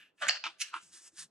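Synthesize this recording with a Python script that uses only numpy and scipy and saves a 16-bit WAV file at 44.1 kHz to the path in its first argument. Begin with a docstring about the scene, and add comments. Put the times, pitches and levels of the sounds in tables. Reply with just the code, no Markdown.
"""Above a desk in a small room, scissors finish one cut through a card, close to the microphone.
Fibres crunch, the blades shear through the edge, clack shut, grind together and rasp open.
The card swishes off them, the offcut patters down and fingers turn the card.
Rubbing is noise and tiny random slips, knocks are short pushes; both ring coloured bodies.
Sources get early reflections and a room tail; soft hand noises and a quiet room floor lie beneath."""
import sys
import numpy as np
from scipy import signal
from scipy.fft import rfft, irfft, next_fast_len
from scipy.io import wavfile

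SR = 44100
rng = np.random.default_rng(int(sys.argv[2]) if len(sys.argv) > 2 else 0)


def to_wav(s):
    """Save 16-bit WAV."""
    ch = np.atleast_2d(s).T  # columns
    pcm = np.round(np.clip(ch, -1, 1) * 32767)  # PCM
    wavfile.write(sys.argv[1], SR, pcm.astype(np.int16))


N = 57330  # samples, 1.3 s


def amp(db):
    """Decibels to gain."""
    return 10 ** (np.asarray(db) / 20)


def unit(x):
    """Scale to rms 1."""
    return x / np.sqrt(np.mean(x ** 2) + 1e-20)


def along(points, hz):
    """Read a curve of (Hz, value) points on a log frequency axis."""
    f, v = np.transpose(points)
    return np.interp(np.log(hz + 1), np.log(f + 1), v)


def filtered(x, response):
    """Multiply the spectrum of x by a response of frequency."""
    m = 2 * next_fast_len(N // 2 + 2048)  # even length with padding for the ringing
    spectrum = rfft(x, m) * response(np.fft.rfftfreq(m, 1 / SR))
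    return irfft(spectrum, m)[..., :N]


def body(x, tone):
    """Ring x through a causal minimum-phase colour of unit power, falling away below its first point."""
    def response(hz):
        bass_fall = np.clip(hz / tone[0][0], 1e-2, 1)
        gain = amp(along(tone, hz)) * bass_fall
        cepstrum = irfft(np.log(unit(gain)))
        half = len(cepstrum) // 2
        cepstrum[1:half] *= 2  # fold to minimum phase
        cepstrum[half + 1:] = 0
        return np.exp(rfft(cepstrum))
    return filtered(x, response)


ONSET_DB = 23.5  # rise over the attack


def envelope(strokes):
    """Sum every stroke's swell, its hold that sags (or rises, if negative) and its decay, straight in dB."""
    t, total = np.arange(N) / SR, np.zeros(N)
    for start, attack, hold, release, db, sag_db in strokes:
        u = t - start - attack  # time since the attack ended
        rise = ONSET_DB * np.minimum(u / attack, 0)
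        sag = sag_db * np.clip(u / hold, 0, 1)
        fall = 20 * np.maximum(u - hold, 0) / release
        total += amp(db + rise - sag - fall)
    return total


def slipping(strokes, rate, scatter_db, smooth):
    """Force of tiny slips of random size and sign, rate a second, over smooth rubbing noise."""
    size = amp(scatter_db * np.clip(rng.standard_normal(N), -2, 2))
    slips = (rng.random(N) < rate / SR) * size * rng.choice([-1, 1], N)
    rubbing = unit(slips) + smooth * rng.standard_normal(N)
    return unit(rubbing) * envelope(strokes)


def friction(strokes, tone, rate, scatter_db, smooth):
    """Slips of the rubbing surfaces ring the body."""
    return body(slipping(strokes, rate, scatter_db, smooth), tone)


TICK_S = .0017  # basic length of a contact's chatter


def contacts(rows, tone, chatter_s, chatter):
    """Each contact is one push plus a brief dying chatter of noise, ringing the body."""
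    t, force = np.arange(N) / SR, np.zeros(N)
    for s, db in rows:
        burst = rng.standard_normal(N) * (t >= s) * np.exp(-((t - s) / chatter_s) ** 2)
        burst *= chatter / np.linalg.norm(burst)
        burst[round(s * SR)] += 1  # the push
        force += amp(db) * burst / np.linalg.norm(burst)
    return body(force, tone)


# Left-right likeness of diffuse sound. Each row: frequency in Hz, likeness from 0 to 1.
LIKENESS = [(200, 0.82), (1000, 0.46), (4000, 0.039)]


def diffuse(pair):
    """Mix two unrelated signals as mid and side so that they grow alike in the bass."""
    def mid_side(hz):
        turn = np.arccos(np.clip(along(LIKENESS, hz), -1, 1)) / 2
        return np.array([np.cos(turn), np.sin(turn)])
    mid, side = filtered(pair, mid_side)
    return np.array([mid + side, mid - side])


# Decay of the room's tail. Each row: frequency in Hz, time to fall 60 dB in seconds.
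ROOM_DECAY = [(200, 0.84), (1000, 0.088), (4000, 0.37), (10000, 0.12)]
# Phase between the microphone's two ports. Each row: frequency in Hz, lead of the left in radians.
PORT_LEAD = [(100, 1), (2200, 0.65), (4500, -1.45), (9000, -0.83)]
ROOM_DELAY_S, EARLY_S = 0.0072, 0.0066  # gap before the tail, spread of the early reflections


def placed(x, pan_db, walls_db, room_db):
    """Direct sound at both ports (positive pan is left), early reflections from the desk, the room's tail."""
    hz, t, z = signal.stft(rng.standard_normal((2, SR // 2)), SR, nperseg=256)
    decay = amp(-60 * t / along(ROOM_DECAY, hz)[:, None])
    tail = signal.istft(z * decay, SR, nperseg=256)[1]
    t = np.arange(tail.shape[1]) / SR
    tail = tail * (t > ROOM_DELAY_S)
    early = rng.standard_normal(tail.shape) * (t / EARLY_S) * np.exp(-2 * t / EARLY_S)
    answer = amp(room_db) * tail / np.linalg.norm(tail[0])
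    answer = answer + amp(walls_db) * early / np.linalg.norm(early[0])
    reflected = diffuse(signal.fftconvolve(x[None], answer, axes=1)[:, :N])
    ports = np.array([[1], [-1]])
    direct = filtered(x, lambda hz: np.exp(.5j * along(PORT_LEAD, hz) * ports))
    return direct * amp(pan_db / 2 * ports) + reflected


# Colour of the quiet room. Each row: frequency in Hz, level in dB per Hz.
ROOM_FLOOR_TONE = [(25, -13), (330, 8), (1620, -7), (6570, -33), (12000, -39.5), (22000, -120)]
FLOOR_DB = -80.5


def room_floor():
    """Steady coloured noise, spread wide, is the quiet room."""
    return amp(FLOOR_DB) * unit(diffuse(body(rng.standard_normal((2, N)), ROOM_FLOOR_TONE)))


# Low stirring of the hands. Each row: start, attack and hold in seconds, release in seconds per 20 dB,
# level in dB, sag over the hold in dB. The other stroke tables share this layout.
HAND_STROKES = [(-.02, 0.014, 0.094, 0.036, -75, 18), (.25, 0.026, 0.0077, 0.03, -57.5, 3.5),
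                (.43, 0.0226, 0.019, 0.092, -72, 13), (.79, 0.032, 0.11, 0.045, -76.5, 2.5),
                (1.15, 0.044, 0.042, 0.079, -75, -4.5)]
# Colour of the stirring. Each row: frequency in Hz, level in dB per Hz.
HANDLING_TONE = [(25, -23.5), (55, -25), (80, 3), (110, -6), (190, 7.5), (480, -26)]
# Soft bumps of the hands. Each row: time in seconds, energy in dB.
HAND_BUMPS = [(.458, -35.5), (.75, -35.5), (.934, -44.5), (1.122, -37)]
# Colour of the bumps. Each row: frequency in Hz, level in dB per Hz.
HAND_BUMP_TONE = [(120, -13.5), (240, -25.5), (335, 7.5), (460, -30.5), (1000, -66)]


def hands():
    """Hands and sleeve stir as wide low noise and bump softly in the centre."""
    stirring = unit(diffuse(body(rng.standard_normal((2, N)), HANDLING_TONE)))
    bumps = contacts(HAND_BUMPS, HAND_BUMP_TONE, chatter_s=.018, chatter=1.95)
    return envelope(HAND_STROKES) * stirring + bumps


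# Blades sliding. Each row: start, attack and hold in seconds, release in seconds per 20 dB,
# level in dB, sag over the hold in dB.
BLADE_STROKES = [(-.02, 0.015, 0.094, 0.045, -54, 17.5), (.172, 0.0076, .03, 0.027, -71, -13),
                 (.6, 0.015, .1, 0.02, -48, 13), (1.0, 0.052, 0.041, 0.01, -73, 1)]
# Colour of the sliding blades. Each row: frequency in Hz, level in dB per Hz.
BLADE_SLIDE_TONE = [(500, -33.5), (1300, -4), (1700, 8), (2100, -1.5), (2700, 11), (4000, -8),
                    (10000, -21.5)]


def blade_slide():
    """The blades slide over each other as smooth friction with rapid slips."""
    slide = friction(BLADE_STROKES, BLADE_SLIDE_TONE, rate=2700, scatter_db=5, smooth=1.0)
    return placed(slide, pan_db=-0.2, walls_db=-7.5, room_db=-20)


# Card's face and edge between the fingers. Each row: start, attack and hold in seconds,
# release in seconds per 20 dB, level in dB, sag over the hold in dB.
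FACE_STROKES = [(.17, 0.038, 0.013, 0.028, -63.5, -12), (.45, 0.0081, 0.087, 0.042, -64, 18),
                (.61, .02, 0.065, 0.021, -57.5, 5), (.72, .02, 0.032, 0.059, -61, -2),
                (.905, 0.028, 0.046, 0.046, -54.5, 0), (1.15, 0.04, 0.045, 0.028, -44.5, 5)]
EDGE_STROKES = [(.78, 0.048, 0.093, 0.17, -59, 11), (.93, 0.059, 0.091, 0.02, -63.5, -10),
                (1.1, 0.023, 0.02, 0.028, -75.5, 0.5)]
# Colours of face and edge. Each row: frequency in Hz, level in dB per Hz.
FACE_TONE = [(700, -17.5), (1700, 4.5), (2300, -4.5), (3800, 2.5), (7500, 5.5), (9500, 2.5), (11300, -12),
             (12600, -33.5)]
CARD_EDGE_TONE = [(900, -13), (1700, -7), (4200, -10.5), (5200, 0), (8000, 2.5), (11000, -12), (12600, -34)]


def card_slide():
    """The card's face and edge slide between fingers, a dense grain of slips in two colours."""
    grain = dict(rate=6200, scatter_db=4.5, smooth=0.81)
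    face = friction(FACE_STROKES, FACE_TONE, **grain)
    edge = friction(EDGE_STROKES, CARD_EDGE_TONE, **grain)
    return placed(face + edge, pan_db=0.0, walls_db=-9, room_db=-31.5)


# The crunching cut. Each row: start, attack and hold in seconds, release in seconds per 20 dB,
# level in dB, sag over the hold in dB.
CUT_STROKES = [(.211, .012, 0.1, 0.6143, -29, 35)]
# Colour of the card being cut. Each row: frequency in Hz, level in dB per Hz.
CRUNCH_TONE = [(400, -26), (640, 3), (800, -7), (980, -15), (1170, 4.5), (1300, 8.5), (1750, -1),
               (2300, -10.5), (3100, -3.5), (4300, -18), (8000, -21.5), (12000, -55)]
# Progress of the blades along the cut. Each row: time in seconds, progress from 0 to 1.
CUT_PROGRESS = [(.225, 0.13), (0.274, 0.43)]
# A fibre snapping. Each row: time in seconds, energy in dB.
SNAPS = [(.2685, -12)]
CUT_RISE = 1.17  # frequency factor of the late colour


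def crunch():
    """Breaking fibres ring the card; its colour fades towards a higher one as the uncut strip shortens."""
    fibres = slipping(CUT_STROKES, rate=1300, scatter_db=-2.5, smooth=0.7)
    progress = np.interp(np.arange(N) / SR, *np.transpose(CUT_PROGRESS))
    late_tone = [(hz * CUT_RISE, db) for hz, db in CRUNCH_TONE]
    early = body(fibres * (1 - progress), CRUNCH_TONE)
    late = body(fibres * progress, late_tone)
    snap = contacts(SNAPS, late_tone, chatter_s=TICK_S, chatter=0.33)
    return placed(early + late + snap, pan_db=-2.0, walls_db=-3.0, room_db=-7.5)


# The blades racing through the edge. Each row: start, attack and hold in seconds,
# release in seconds per 20 dB, level in dB, sag over the hold in dB.
SHEAR_STROKES = [(.279, 0.0051, 0.0058, 0.00262, -27.5, -5)]
# Colour of the shear. Each row: frequency in Hz, level in dB per Hz.
SHEARING_TONE = [(300, -34.5), (1300, 2.5), (2200, 10), (4800, -4), (5600, -3), (6600, 10.5), (7700, 2.5),
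                 (9000, -10), (11000, -14.5), (13000, -54.5)]
# The card's last edge parting. Each row: time in seconds, energy in dB.
EDGE_PARTINGS = [(.2899, -12.5)]


def shear():
    """The blades race through the last edge: a short bright burst of slips, and a snap as it parts."""
    burst = friction(SHEAR_STROKES, SHEARING_TONE, rate=3000, scatter_db=5.5, smooth=0.44)
    snap = contacts(EDGE_PARTINGS, SHEARING_TONE, chatter_s=TICK_S / 2, chatter=1)
    return placed(burst + snap, pan_db=-5.5, walls_db=-34.0, room_db=-13.0)


# Handles knocking shut. Each row: time in seconds, energy in dB.
HANDLE_CLACKS = [(.2946, 1), (.3085, -7.5)]
# Blades grinding together. Each row: start, attack and hold in seconds, release in seconds per 20 dB,
# level in dB, sag over the hold in dB.
GRIND_STROKES = [(.298, 0.0069, 0.068, 0.022, -39.5, 4.6)]
# Colour of the closed scissors. Each row: frequency in Hz, level in dB per Hz.
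CLOSED_TONE = [(400, -41.5), (620, -8.5), (1150, -7.5), (1800, 2.5), (2250, -6), (2800, 1.5), (3750, -16),
               (4500, 4.5), (4850, 0), (5400, -6.5), (6800, -15.5), (8000, -22.5), (10000, -54)]


def clack_and_grind():
    """The handles clack shut and the blades grind together, ringing the same body."""
    clack = contacts(HANDLE_CLACKS, CLOSED_TONE, chatter_s=TICK_S, chatter=0.79)
    grind = friction(GRIND_STROKES, CLOSED_TONE, rate=1400, scatter_db=-2.5, smooth=0.22)
    return placed(clack + grind, pan_db=0.5, walls_db=-8.5, room_db=-11)


# Blades opening. Each row: start, attack and hold in seconds, release in seconds per 20 dB,
# level in dB, sag over the hold in dB.
OPENING_STROKES = [(.436, 0.0056, 0.033, 0.036, -39.5, 0.57)]
# Colour of the opening. Each row: frequency in Hz, level in dB per Hz.
OPENING_TONE = [(550, -25), (820, 1), (1200, 6.5), (1700, -5), (2800, 5.5), (4000, -3), (5400, -6.5),
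                (6400, -12.5), (12500, -56)]
# The pivot catching. Each row: time in seconds, energy in dB.
CATCHES = [(.4398, -10), (.4465, -24), (.4542, -15.5), (.4655, -11.5)]


def rasp_open():
    """The blades rasp open on sparse slips while the pivot catches in chattering ticks."""
    rasp = friction(OPENING_STROKES, OPENING_TONE, rate=700, scatter_db=1, smooth=0.27)
    catches = contacts(CATCHES, OPENING_TONE, chatter_s=2 * TICK_S, chatter=1.5)
    return placed(rasp + catches, pan_db=-0.2, walls_db=-7.5, room_db=-20)


# Card leaving the blade. Each row: start, attack and hold in seconds, release in seconds per 20 dB,
# level in dB, sag over the hold in dB.
SWISH_STROKES = [(.597, 0.015, 0.0051, 0.021, -29.5, 0.63)]
# Colour of the swish. Each row: frequency in Hz, level in dB per Hz.
SWISHING_TONE = [(900, -53.5), (1300, -15), (2000, -9.5), (2700, 0.5), (3500, -8), (6400, -2.5),
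                 (8000, -12), (10300, -9.5), (13000, -40.5)]


def swish():
    """The card swishes off the blade as bright friction."""
    rub = friction(SWISH_STROKES, SWISHING_TONE, rate=2000, scatter_db=4, smooth=0.48)
    return placed(rub, pan_db=-3.0, walls_db=-4.0, room_db=-13)


# Offcut pattering. Each row: start, attack and hold in seconds, release in seconds per 20 dB,
# level in dB, sag over the hold in dB.
PATTER_STROKES = [(.718, 0.024, 0.039, 0.0063, -41, 2.53)]
# Colour of the offcut. Each row: frequency in Hz, level in dB per Hz.
OFFCUT_TONE = [(620, -32.5), (920, -2.5), (1350, 5.5), (1650, -1), (2000, -14.5), (2750, -5), (3300, -13.5),
               (5000, -24.5), (12500, -58)]
# The offcut landing. Each row: time in seconds, energy in dB.
OFFCUT_LANDINGS = [(.7408, -9)]


def patter():
    """The offcut patters down as slips of very uneven size, with one landing contact."""
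    rustle = friction(PATTER_STROKES, OFFCUT_TONE, rate=1100, scatter_db=7.5, smooth=0.87)
    landing = contacts(OFFCUT_LANDINGS, OFFCUT_TONE, chatter_s=0.0038, chatter=0.84)
    return placed(rustle + landing, pan_db=-1.0, walls_db=-13.5, room_db=-11.5)


def scene():
    """Sum all sources at the microphone."""
    scissors = blade_slide() + crunch() + shear() + clack_and_grind() + rasp_open()
    card = card_slide() + swish() + patter()
    return room_floor() + hands() + scissors + card


TOP_HZ = 13000  # band limit


def record(dry):
    """The recorder keeps nothing above its band limit."""
    return filtered(dry, lambda hz: hz < TOP_HZ)


dry = scene()
out = record(dry)
to_wav(out)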